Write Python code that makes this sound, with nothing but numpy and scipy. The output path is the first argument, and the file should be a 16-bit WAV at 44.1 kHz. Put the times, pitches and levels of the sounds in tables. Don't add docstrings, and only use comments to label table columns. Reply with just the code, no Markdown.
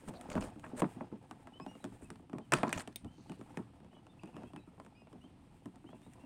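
import sys
import numpy as np
from scipy import signal
from scipy.fft import rfft, irfft
from scipy.io import wavfile
from scipy.ndimage import uniform_filter1d

SR = 44100
rng = np.random.default_rng(int(sys.argv[2]) if len(sys.argv) > 2 else 0)


def generate_wav(sig):
    pcm = np.round(np.clip(np.atleast_2d(sig).T, -1, 1) * 32767).astype(np.int16)
    wavfile.write(sys.argv[1], SR, pcm)


N = 275692
AGE = np.arange(SR // 3) / SR

# frequency in Hz, gain in dB.
# The incubator's drone, and its overall level in dB.
DRONE_SPECTRUM = [(15, -52), (25, 6.5), (53, -3), (97, 7.5), (270, 2), (476, -17), (796, -13.5),
                  (1610, -28), (2760, -23), (5880, -36.5), (7110, -42.5), (8590, -34), (11900, -45.5),
                  (14800, -85), (16000, -90)]
DRONE_DB = -61
# time in seconds, level in dB before the trims in flock().
PATTER_CURVE = [(0, -62.5), (.3, -53.5), (.55, -60.5), (.85, -58.5), (1.08, -61.5), (1.3, -65),
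                (1.55, -65.5), (1.85, -62.5), (2.4, -74), (2.51, -74), (2.56, -63), (2.7, -54),
                (2.95, -70.5), (3.55, -62), (3.75, -68), (4.1, -71), (4.45, -61.5), (4.75, -72.5),
                (5.4, -69), (6.1, -70.5), (6.25, -60.5)]
# time in seconds, level in dB before the trim in flock().
DOWN_CURVE = [(0, -74.5), (.3, -74.5), (.55, -82), (.8, -81), (.92, -71.5), (1.08, -90.5), (1.25, -82),
              (1.55, -82.5), (1.72, -75.5), (1.88, -77.5), (2.08, -78.5), (2.2, -84), (2.4, -86),
              (2.7, -85), (3, -87), (3.3, -80.5), (3.53, -77.5), (3.7, -86), (4.1, -89), (4.42, -81),
              (4.7, -86), (5.4, -86), (5.8, -85), (6.1, -79), (6.25, -82)]
SCUFF_HZ = [327, 520, 701, 797, 1050, 1347]
PATTER_SPECTRUM = [(200, 1), (400, 6), (900, 4.5), (1400, -3.5), (2000, -8), (2800, -11), (4500, -18),
                   (7000, -23), (16000, -52)]
RUSTLE_SPECTRUM = [(2500, 2.5), (4000, -9), (6000, -10.5), (7500, -4.5), (8900, 1.5), (10300, -10),
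                   (12500, -14), (16000, -18)]

# start in seconds, length in seconds, then rumble, rasp and hiss in dB.
RUBS = [(0.062, 0.053, -44, -58, -58.5), (0.1, 0.11, -64, -55.5, -86), (0.276, 0.1, -46.5, -41.5, -61.5),
        (0.349, 0.046, -39, -43, -68), (0.367, 0.16, -49.5, -51.5, -61.5),
        (0.577, 0.15, -54.5, -61.5, -67.5), (0.754, 0.07, -58, -47.5, -48.5), (1.903, 0.081, -56, -70, -77),
        (2.021, 0.025, -51, -65, -85), (2.544, 0.08, -51, -50.5, -75), (2.66, 0.15, -65, -58, -66),
        (2.732, 0.076, -43.5, -48, -70), (2.772, 0.059, -75, -61, -51.5)]
RASP_SPECTRUM = [(250, 4.5), (500, 14), (900, 9.5), (1500, 2.5), (1900, -7), (2170, 0.5), (2600, -7.5),
                 (4500, -14), (7000, -18), (12000, -53)]
HISS_SPECTRUM = [(1500, 9.5), (3000, 4.5), (5500, -6), (7300, 6), (8900, 12), (10300, -2), (13000, -8),
                 (16000, -15)]

# start in seconds, floor thud in dB, panel knock in dB, claw tick in dB,
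# knock pitch in Hz.
TAPS = [(0.082, -46, -51, -78, 750), (0.138, -58, -55, -67, 750), (0.211, -83, -64, -54.5, 940),
        (0.301, -72, -60, -51.5, 1050), (0.3532, -36.5, -40.5, -50, 684), (0.367, -40, -44, -71, 770),
        (0.377, -41, -39.5, -60, 1160), (0.4082, -53.5, -77, -58.5, 1100), (0.412, -48, -54, -51.5, 800),
        (0.4234, -57, -47, -53, 870), (0.44, -68, -62, -59, 910), (0.483, -58, -62, -65, 1000),
        (0.558, -51.5, -66, -87, 780), (0.596, -78, -68, -62.5, 1000), (0.641, -63, -48, -68, 1390),
        (0.664, -58, -56, -68, 1440), (0.731, -44, -54.5, -90, 514), (0.8193, -30, -31.5, -44.5, 1040),
        (0.8424, -51, -46, -66, 1400), (0.963, -48.5, -77, -77, 650), (1.0088, -44, -43.5, -83, 810),
        (1.124, -44, -60.5, -93, 780), (1.3106, -53, -48.5, -53.5, 1310), (1.4714, -57, -54, -60, 1070),
        (1.5989, -50.5, -48.5, -61.5, 890), (1.6635, -47.5, -47.5, -58, 810),
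        (1.752, -54.5, -57.5, -68, 810), (1.8417, -43.5, -49, -49, 720), (1.8501, -52, -59, -58.5, 900),
        (2.022, -54, -60, -81, 1060), (2.1028, -50.5, -56, -52, 1360), (2.1572, -62, -65, -66, 1000),
        (2.196, -58, -63.5, -90, 850), (2.2966, -56.5, -59.5, -67, 820), (2.3312, -41.5, -48.5, -60.5, 907),
        (2.349, -45, -58, -90, 900), (2.3835, -48.5, -50, -55, 795), (2.5209, -40.5, -31, -32, 1600),
        (2.5295, -38, -32.5, -46, 1250), (2.5344, -35.5, -31.5, -35, 1660), (2.5364, -36, -34, -28.5, 1520),
        (2.5854, -54, -47.5, -50, 1300), (2.6319, -35, -29, -41.5, 950), (2.668, -42, -49, -65, 880),
        (2.676, -46, -45, -62, 910), (2.6928, -68, -47, -47, 1195), (2.7277, -50, -38, -34.5, 2030),
        (2.7769, -53.5, -45.5, -47.5, 1400), (2.797, -70, -56, -62, 2500), (2.8063, -63, -53, -53, 2400),
        (2.8209, -71, -70, -59, 2200), (2.875, -49, -50, -51, 900), (3.033, -56, -89, -88, 795),
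        (3.0458, -46.5, -59, -60.5, 750), (3.181, -55.5, -70, -75, 700), (3.2961, -44, -57.5, -57.5, 830),
        (3.3186, -74, -56.5, -58.5, 1090), (3.392, -52.5, -76, -72, 850),
        (3.4112, -54.5, -56.5, -62.5, 1010), (3.572, -41.5, -47.5, -50.5, 1190),
        (3.589, -43, -54, -84, 760), (3.8024, -59, -68, -73, 1020), (3.846, -61, -67, -72, 1050),
        (3.931, -61.5, -67, -85.5, 1050), (3.967, -65, -63.5, -91.5, 750), (4.067, -65, -61.5, -66, 830),
        (4.234, -48.5, -55, -58.5, 1170), (4.258, -63, -68, -67, 1100), (4.2743, -56, -66, -69, 1000),
        (4.343, -54, -64, -80, 1050), (4.366, -50.5, -54, -60, 1020), (4.4332, -50.5, -54.5, -64, 830),
        (4.534, -51.5, -57.5, -64, 876), (4.5618, -50.5, -53.5, -58, 1490), (4.674, -58, -67, -88, 940),
        (4.778, -58.5, -66, -92, 855), (4.7991, -62, -52.5, -60.5, 1000), (4.8484, -61, -69, -67.5, 1100),
        (4.863, -62, -61.5, -65, 940), (5.019, -64, -64, -95, 710), (5.071, -67, -60.5, -73, 870),
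        (5.1285, -54, -64, -66.5, 1100), (5.2402, -56, -64, -88, 780), (5.6572, -46, -56, -59.5, 1110),
        (5.7579, -59.5, -70, -66.5, 826), (5.842, -53, -63, -97, 780), (5.89, -56.5, -61, -78, 920),
        (5.93, -54.5, -56, -90, 783), (6.0173, -66, -73, -70.5, 1000), (6.064, -56, -64, -82, 700),
        (6.1347, -80, -80, -66, 1000), (6.181, -70, -68, -88, 890), (6.236, -52.5, -64, -80, 760)]
# frequency in Hz, strength in dB, 60 dB decay time in seconds.
FLOOR_MODES = [(116.3, -17, 0.53), (153.3, -4.5, 0.12), (183.6, -9, 0.22), (230.7, 9.5, 0.027),
               (255, 3, 0.03), (285, -1, 0.11), (352.6, -6.5, 0.14), (420.3, -12.5, 0.17),
               (492, -11.5, 0.03)]
# frequency in Hz, strength in dB, 60 dB decay time in seconds.
PANEL_MODES = [(510.3, -6.5, 0.16), (621.4, 11.5, 0.085), (726, 0.5, 0.052), (872, 2, 0.077),
               (1004, -4.5, 0.26), (1086, 2.5, 0.13), (1335, -2.5, 0.15), (1460, -15, 0.061),
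               (1610, -9, 0.069), (1796, 2.5, 0.057), (1854, 10, 0.055), (2470, 1.5, 0.052),
               (2705, -7, .07), (3350, 2, .06), (3550, 4.5, .06)]
TICK_SPECTRUM = [(1000, -2.5), (1850, 1.5), (2170, -3), (2500, 1), (3400, -2), (4200, -11), (5100, -11),
                 (5700, -14), (8000, -32.5), (16000, -31.5)]
SNAP_SPECTRUM = [(3000, -47), (5100, -15.5), (5600, -4.5), (6300, -6), (7000, -2), (7800, -0.5),
                 (8900, 1.5), (9900, -8.5), (10700, -10.5), (13000, -21), (16000, -28.5)]
BOX_ECHO_SPECTRUM = [(1000, 6.5), (1850, 10.5), (2170, -2.5), (2500, 0), (3400, 1), (4500, -3.5),
                     (5200, -5.5), (6000, -12), (8800, -2), (10500, -10.5), (13000, -42), (16000, -39)]
RIM_SPECTRUM = [(80, -32.0), (150, 0.0), (240, 7.5), (370, -4.5), (470, -15.5), (900, -15.0),
                (3000, -79.0), (10000, -104.0)]
CRACK_SPECTRUM = [(250, -24.5), (480, 3.0), (1200, 4.0), (1850, 1.5), (2170, 3), (2500, 6.5),
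                  (3500, -15.5), (5000, -19.5)]
THUD_S, KNOCK_S, TICK_S = .035, .014, .005
KNOCK_Q = 1.4
SNAP_DB, SNAP_SLOPE = -6, 0.5
SETTLE_S, SETTLE_SCATTER, SETTLE_DB, SETTLE_HZ = 0.015, 0.1493, -12, 1175
BEND_FROM_HZ, BEND_TO_HZ, BEND_S, BEND_T60_S, BEND_DB = 628.7, 197, 0.0044, 0.07, -7.5
FLOOR_LOW_HZ = 84

# start in seconds, length in seconds, centre in Hz, level in dB.
SWISHES = [(0.136, 0.058, 4080, -65.5), (0.118, 0.13, 674, -58.5), (0.625, 0.051, 1720, -59),
           (2.009, 0.052, 8550, -66), (2.731, 0.015, 2600, -44), (3.076, 0.38, 4270, -77),
           (3.09, 0.23, 6000, -79)]
# start in seconds, length in seconds, level in dB.
SCRATCHES = [(0.311, 0.028, -60), (0.414, .016, -55.5), (2.544, .03, -53), (2.669, 0.013, -58),
             (2.69, .025, -58), (2.733, .03, -58), (2.774, 0.01, -49), (2.795, 0.01, -48.5),
             (2.924, .005, -67), (5.882, 0.053, -81)]
# frequency in Hz, strength in dB, 60 dB decay time in seconds.
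CLAW_MODES = [(1770, 2, 0.018), (2490, 2, .016), (3070, -5, 0.012), (3580, -5, .012), (4220, 0, .012),
              (4540, 0, 0.017), (5450, -3, .012), (6200, -4, 0.011), (7000, -2, .012), (7700, -4, 0.0064)]
# start in seconds, length in seconds, level in dB.
NUDGES = [(0.331, 0.16, -47), (2.001, 0.19, -64.5), (2.558, 0.06, -55), (3.018, 0.095, -53.5)]
NUDGE_SPECTRUM = [(20, 19.5), (60, 29.5), (100, 30.5), (170, 14), (300, -25), (2000, -78)]

# start in seconds, length in seconds, opening, middle and closing pitch in Hz, level in dB,
# octave in dB relative to the fundamental, hoarseness from 0 to 1.
PEEPS = [(1.527, 0.062, 2900, 3035, 3070, -61, -40, 0), (1.602, 0.047, 2400, 2580, 2550, -64.5, -2, 0),
         (1.671, .058, 2770, 2840, 2870, -64.5, -11, 0.14),
         (1.726, 0.045, 2850, 2850, 2800, -69, -25, 0.14),
         (1.803, 0.038, 3680, 3980, 3530, -70.5, -25, 0.1), (2.037, 0.038, 2450, 2600, 2520, -71, -30, .2),
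         (2.403, 0.068, 2950, 3130, 2650, -74, -18, .15), (3.068, .035, 2700, 3020, 3080, -72, -27, .15),
         (3.101, .07, 3080, 3110, 3020, -73, -29, .15), (3.285, .08, 2900, 2896, 2900, -72, -29, 0.34),
         (3.907, 0.045, 2700, 3050, 3050, -74, -30, 0.3), (3.939, 0.063, 3020, 2987, 2980, -69, -24, 0.2),
         (3.94, .04, 3250, 3320, 3320, -72, -27, .25), (4.083, .058, 3430, 3590, 3380, -74, -28, 0.32),
         (4.191, 0.011, 2600, 2670, 2650, -60, -29, .7), (4.197, 0.11, 2800, 2680, 2780, -69, -31, 0.9),
         (4.203, 0.061, 2360, 2420, 2430, -74, -4, 0.1), (4.324, 0.087, 2630, 2680, 2700, -69.5, -24, 0.76),
         (4.43, .075, 2750, 3240, 3130, -72, -24, 0.3), (4.45, 0.06, 2480, 2650, 2690, -69.5, -20, .45),
         (4.563, 0.037, 2660, 2630, 2570, -65, -22, 0.4), (4.608, .075, 2500, 2570, 2750, -81, -24, 0.55),
         (4.585, .065, 3970, 3900, 3880, -76, -29, 0.2), (4.944, 0.049, 2260, 2495, 2510, -67, -11, .15),
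         (4.983, .05, 2500, 2520, 2480, -73, -7, 0), (4.938, 0.15, 2910, 2790, 2660, -75, -25.5, 0.15),
         (5.204, 0.067, 2760, 3040, 3190, -67.5, -22, .15), (5.625, .045, 2950, 3050, 2980, -80, -22, .2),
         (5.859, 0.042, 2680, 3140, 3200, -66.5, -30, .2), (5.895, .05, 3320, 3350, 3290, -72, -32, .3),
         (5.92, .06, 2850, 2650, 2560, -75, -32, .5), (6.013, 0.073, 3350, 3740, 3690, -75.5, -32, .2),
         (6.187, .09, 2650, 2770, 2730, -70, -23, 0.1)]
HOARSE_HZ = 518.6

# start in seconds, level in dB of the ring and snap combined.
PINGS = [(2.959, -38.5)]
# frequency in Hz, strength in dB, 60 dB decay time in seconds.
PING_MODES = [(2310, 2.5, 0.013), (3530, 3, 0.013), (3700, -1, 0.043), (5130, -1, 0.0093),
              (6600, 0.5, 0.0075), (8230, -2, 0.017), (8830, -2, 0.036), (10400, -4, .01),
              (13000, -3, 0.013), (14100, 5, 0.0082), (15550, -1, 0.022)]
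PING_SNAP_SPECTRUM = [(200, 12), (1500, -11), (2300, 1.0), (4500, -4.0), (7400, -14), (9000, 8.0),
                      (11500, -25), (13200, -11), (16000, -7)]
PING_ECHO_SPECTRUM = [(1500, -14), (2300, 3), (4500, -2), (7400, -9), (9000, 6), (11500, -25), (16000, -22)]

TOP_HZ = 16200


def undb(db):
    return 10 ** (np.asarray(db) / 20)


def unit(x, span=None):
    head = x if span is None else x[:int(span * SR)]
    return x / np.sqrt(np.mean(head ** 2) + 1e-18)


def add(out, s, x):
    i = max(int(s * SR), 0)
    out[i:i + len(x)] += x[:max(len(out) - i, 0)]


def colour(x, points):
    hz, db = np.transpose(points)
    size = 2048
    grid = np.maximum(np.arange(size // 2 + 1) * SR / size, 1)
    gain = undb(np.interp(np.log(grid), np.log(hz), db))
    cepstrum = irfft(np.log(gain))
    cepstrum[1:size // 2] *= 2
    cepstrum[size // 2 + 1:] = 0
    response = irfft(np.exp(rfft(cepstrum)))
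    return signal.fftconvolve(x, response)[:len(x)]


def fade(t60):
    return np.exp(-np.log(1000) * AGE / t60)


def ring(modes, scatter_db, detune, spread=0):
    out = np.zeros(len(AGE))
    for hz, db, t60 in modes:
        level, pitch, phase = rng.standard_normal(3)
        angle = 2 * np.pi * hz * (1 + detune * pitch) * AGE + spread * phase
        out += undb(db + scatter_db * level) * fade(t60) * np.sin(angle)
    return out


def walk(rate):
    k = int(SR / rate)
    steps = np.repeat(rng.standard_normal(N // k + 1), k)
    return unit(uniform_filter1d(steps, k)[:N])


def grains(rate, scatter_db):
    happens = rng.random(N) < rate / SR
    size = undb(scatter_db * np.minimum(rng.exponential(size=N), 4))
    return happens * rng.choice([-1, 1], N) * size


def swell(length, edge=0.38):
    return signal.windows.tukey(int(length * SR), 2 * edge)


def drone():
    return undb(DRONE_DB + walk(2.9)) * unit(colour(rng.standard_normal(N), DRONE_SPECTRUM))


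def flock(scuff_db=-1, tread_db=-1.5, rustle_db=5.5):
    time = np.arange(N) / SR
    patter = undb(np.interp(time, *np.transpose(PATTER_CURVE)))
    rustle = undb(np.interp(time, *np.transpose(DOWN_CURVE)))
    steps, spots = np.zeros(N), np.zeros(N)
    for hz in SCUFF_HZ:
        group = grains(rate=13, scatter_db=2.5)
        steps += group
        spot = ring([(hz, 0, 0.031)], scatter_db=-1.0, detune=0.036)
        spots += signal.fftconvolve(group, spot)[:N]
    floor = ring(FLOOR_MODES, scatter_db=7.0, detune=0.02, spread=2.8)
    tread = unit(signal.fftconvolve(steps, floor)[:N])
    brush = rng.standard_normal(len(AGE)) * fade(0.15)
    scrapes = colour(signal.fftconvolve(steps, brush)[:N], PATTER_SPECTRUM)
    scuffs = unit(unit(scrapes) + undb(2) * unit(colour(spots, PATTER_SPECTRUM)))
    down = unit(colour(grains(rate=4500, scatter_db=3.0), RUSTLE_SPECTRUM)) * undb(2 * walk(36))
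    near_floor = undb(scuff_db) * scuffs + undb(tread_db) * tread
    return patter * near_floor + undb(rustle_db) * rustle * down


def rubbing():
    spurts = undb(3.5 * walk(130))
    slips = grains(rate=1600, scatter_db=-3.0) * spurts
    floor = ring(FLOOR_MODES, scatter_db=-5.0, detune=0.011, spread=0.75)
    rumble = unit(signal.fftconvolve(slips, floor)[:N])
    panel_ring = ring(PANEL_MODES, scatter_db=-4.5, detune=0.0062, spread=1.8)
    panels = signal.fftconvolve(slips, panel_ring)[:N]
    rasp = unit(colour(unit(slips) + undb(-15) * unit(panels), RASP_SPECTRUM))
    hiss = unit(colour(grains(rate=2400, scatter_db=2.5) * spurts, HISS_SPECTRUM))
    out = np.zeros(N)
    for s, length, rumble_db, rasp_db, hiss_db in RUBS:
        press = np.zeros(N)
        add(press, s, swell(length, edge=0.5))
        out += press * (undb(rumble_db) * rumble + undb(rasp_db) * rasp + undb(hiss_db) * hiss)
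    return out


def bending():
    hz = BEND_TO_HZ + (BEND_FROM_HZ - BEND_TO_HZ) * np.exp(-AGE / BEND_S)
    hz = hz * np.exp(.12 * rng.standard_normal())
    return unit(np.sin(2 * np.pi * np.cumsum(hz) / SR) * fade(BEND_T60_S), THUD_S)


def floor_thud():
    modes = ring(FLOOR_MODES, scatter_db=1.5, detune=0.018, spread=1.09)
    returns = colour(rng.standard_normal(len(AGE)) * np.exp(-(AGE / 0.03) ** 2), RIM_SPECTRUM)
    floor = unit(modes, THUD_S) + undb(-5.0) * unit(returns, THUD_S)
    onset = 1 - np.exp(-(AGE / 0.0035) ** 2)
    return unit((floor + undb(BEND_DB) * bending()) * onset, THUD_S)


def panel_knock(knock_hz):
    decay = fade(0.026) + undb(-25.5) * fade(0.3)
    crack = colour(rng.standard_normal(len(AGE)) * decay, CRACK_SPECTRUM)
    panels = ring(PANEL_MODES, scatter_db=5.0, detune=0.0058, spread=3.0)
    drive = unit(crack, KNOCK_S) + undb(-8.0) * unit(panels, KNOCK_S)
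    w = 2 * np.pi * knock_hz
    spot = signal.bilinear([w * w], [1, w / KNOCK_Q, w * w], SR)
    return unit(signal.lfilter(*spot, drive), KNOCK_S)


def claw_contact():
    noise = rng.standard_normal((3, len(AGE)))
    toes = (1 - np.exp(-AGE / 0.00044)) * fade(0.012)
    toes = toes + undb(-21.5) * np.roll(toes, int(rng.uniform(0.001, 0.0054) * SR))
    point = unit(signal.unit_impulse(len(AGE), int(.0006 * SR)), TICK_S)
    direct = unit(colour(unit(noise[0] * toes, TICK_S) + point, TICK_SPECTRUM), TICK_S)
    echo = unit(colour(noise[1] * fade(0.42), BOX_ECHO_SPECTRUM), TICK_S)
    tick = direct + undb(-18) * echo
    crisp = unit(noise[2] * (toes + undb(-21.0) * fade(0.099)), TICK_S)
    snap = unit(colour(crisp + point, SNAP_SPECTRUM), TICK_S)
    return tick, snap


def footfall(thud_db, knock_db, tick_db, knock_hz):
    tick, snap = claw_contact()
    snap_db = tick_db + SNAP_DB + SNAP_SLOPE * (tick_db - knock_db)
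    step = undb(thud_db) * floor_thud() + undb(knock_db) * panel_knock(knock_hz)
    step += undb(tick_db) * tick + undb(snap_db) * snap
    soft = signal.lfilter(*signal.butter(2, SETTLE_HZ, fs=SR), step)
    delay = SETTLE_S * np.exp(SETTLE_SCATTER * rng.standard_normal())
    add(step, delay, undb(SETTLE_DB) * soft)
    return step


def feet():
    out = np.zeros(N)
    for s, *blow in TAPS:
        add(out, s, footfall(*blow))
    return out


def radiate(blows):
    return signal.sosfilt(signal.butter(2, FLOOR_LOW_HZ, "high", fs=SR, output="sos"), blows)


def swishes(width=0.11):
    out, slips = np.zeros(N), grains(rate=830, scatter_db=-2.0)
    for s, length, hz, db in SWISHES:
        band = signal.butter(2, [hz / (1 + width), hz * (1 + width)], "band", fs=SR)
        scrape = signal.lfilter(*band, slips[int(s * SR):][:int(length * SR)])
        add(out, s, undb(db) * swell(length) * unit(scrape))
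    return out


def scratches():
    out, slips = np.zeros(N), grains(rate=900, scatter_db=5.0)
    for s, length, db in SCRATCHES:
        catches = slips[int(s * SR):][:int(length * SR)].copy()
        catches[0] += 1
        claw = ring(CLAW_MODES, scatter_db=3, detune=.02, spread=2.5)
        add(out, s, undb(db) * unit(signal.fftconvolve(catches, claw), length))
    return out


def nudges():
    out = np.zeros(N)
    for s, length, db in NUDGES:
        sway = colour(rng.standard_normal(int(length * SR)), NUDGE_SPECTRUM)
        add(out, s, undb(db) * unit(sway) * swell(length, edge=0.15))
    return out


def peeps(echo_db=-9, flutter_db=1.5, third_db=-7):
    out, flutter, wobble = np.zeros(N), undb(flutter_db * walk(90)), walk(170)
    rasp = (walk(HOARSE_HZ) + 1j * walk(HOARSE_HZ)) / np.sqrt(2)
    for s, length, open_hz, middle_hz, close_hz, db, octave_db, hoarse in PEEPS:
        shape = swell(length, edge=0.24)
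        along = np.linspace(0, 1, len(shape))
        during = (int(s * SR) + np.arange(len(shape))) % N
        hz = np.polyval(np.polyfit([0, .5, 1], [open_hz, middle_hz, close_hz], 2), along)
        phase = 2 * np.pi * np.cumsum(hz * (1 + .035 * hoarse * wobble[during])) / SR
        voice = np.exp(1j * phase) + undb(octave_db) * np.exp(2j * phase)
        voice += undb(2 * octave_db + third_db) * np.exp(3j * phase)
        throat = np.sqrt(1 - hoarse ** 2) + hoarse * rasp[during]
        add(out, s, undb(db) * shape * flutter[during] * (voice * throat).imag)
    box = rng.standard_normal(len(AGE)) * fade(0.17)
    echo = signal.fftconvolve(out, box / np.linalg.norm(box))[:N]
    return out + undb(echo_db) * echo


def hard_tick():
    out = np.zeros(N)
    for s, db in PINGS:
        snap = colour(rng.standard_normal(len(AGE)) * fade(0.019), PING_SNAP_SPECTRUM)
        echo = colour(rng.standard_normal(len(AGE)) * fade(0.2), PING_ECHO_SPECTRUM)
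        tone = ring(PING_MODES, scatter_db=0, detune=0.0022, spread=2.5)
        ping = unit(tone, 0.0051) + unit(snap, 0.003) + undb(-19) * unit(echo, TICK_S)
        add(out, s, undb(db) * ping / np.sqrt(2))
    return out


def scene():
    blows = radiate(feet() + hard_tick())
    friction = rubbing() + swishes() + scratches()
    return (drone() + flock() + blows + friction + nudges() + peeps())[None]


def record(dry):
    return signal.sosfilt(signal.ellip(8, .2, 70, TOP_HZ, fs=SR, output="sos"), dry)


dry = scene()
out = record(dry)
generate_wav(out)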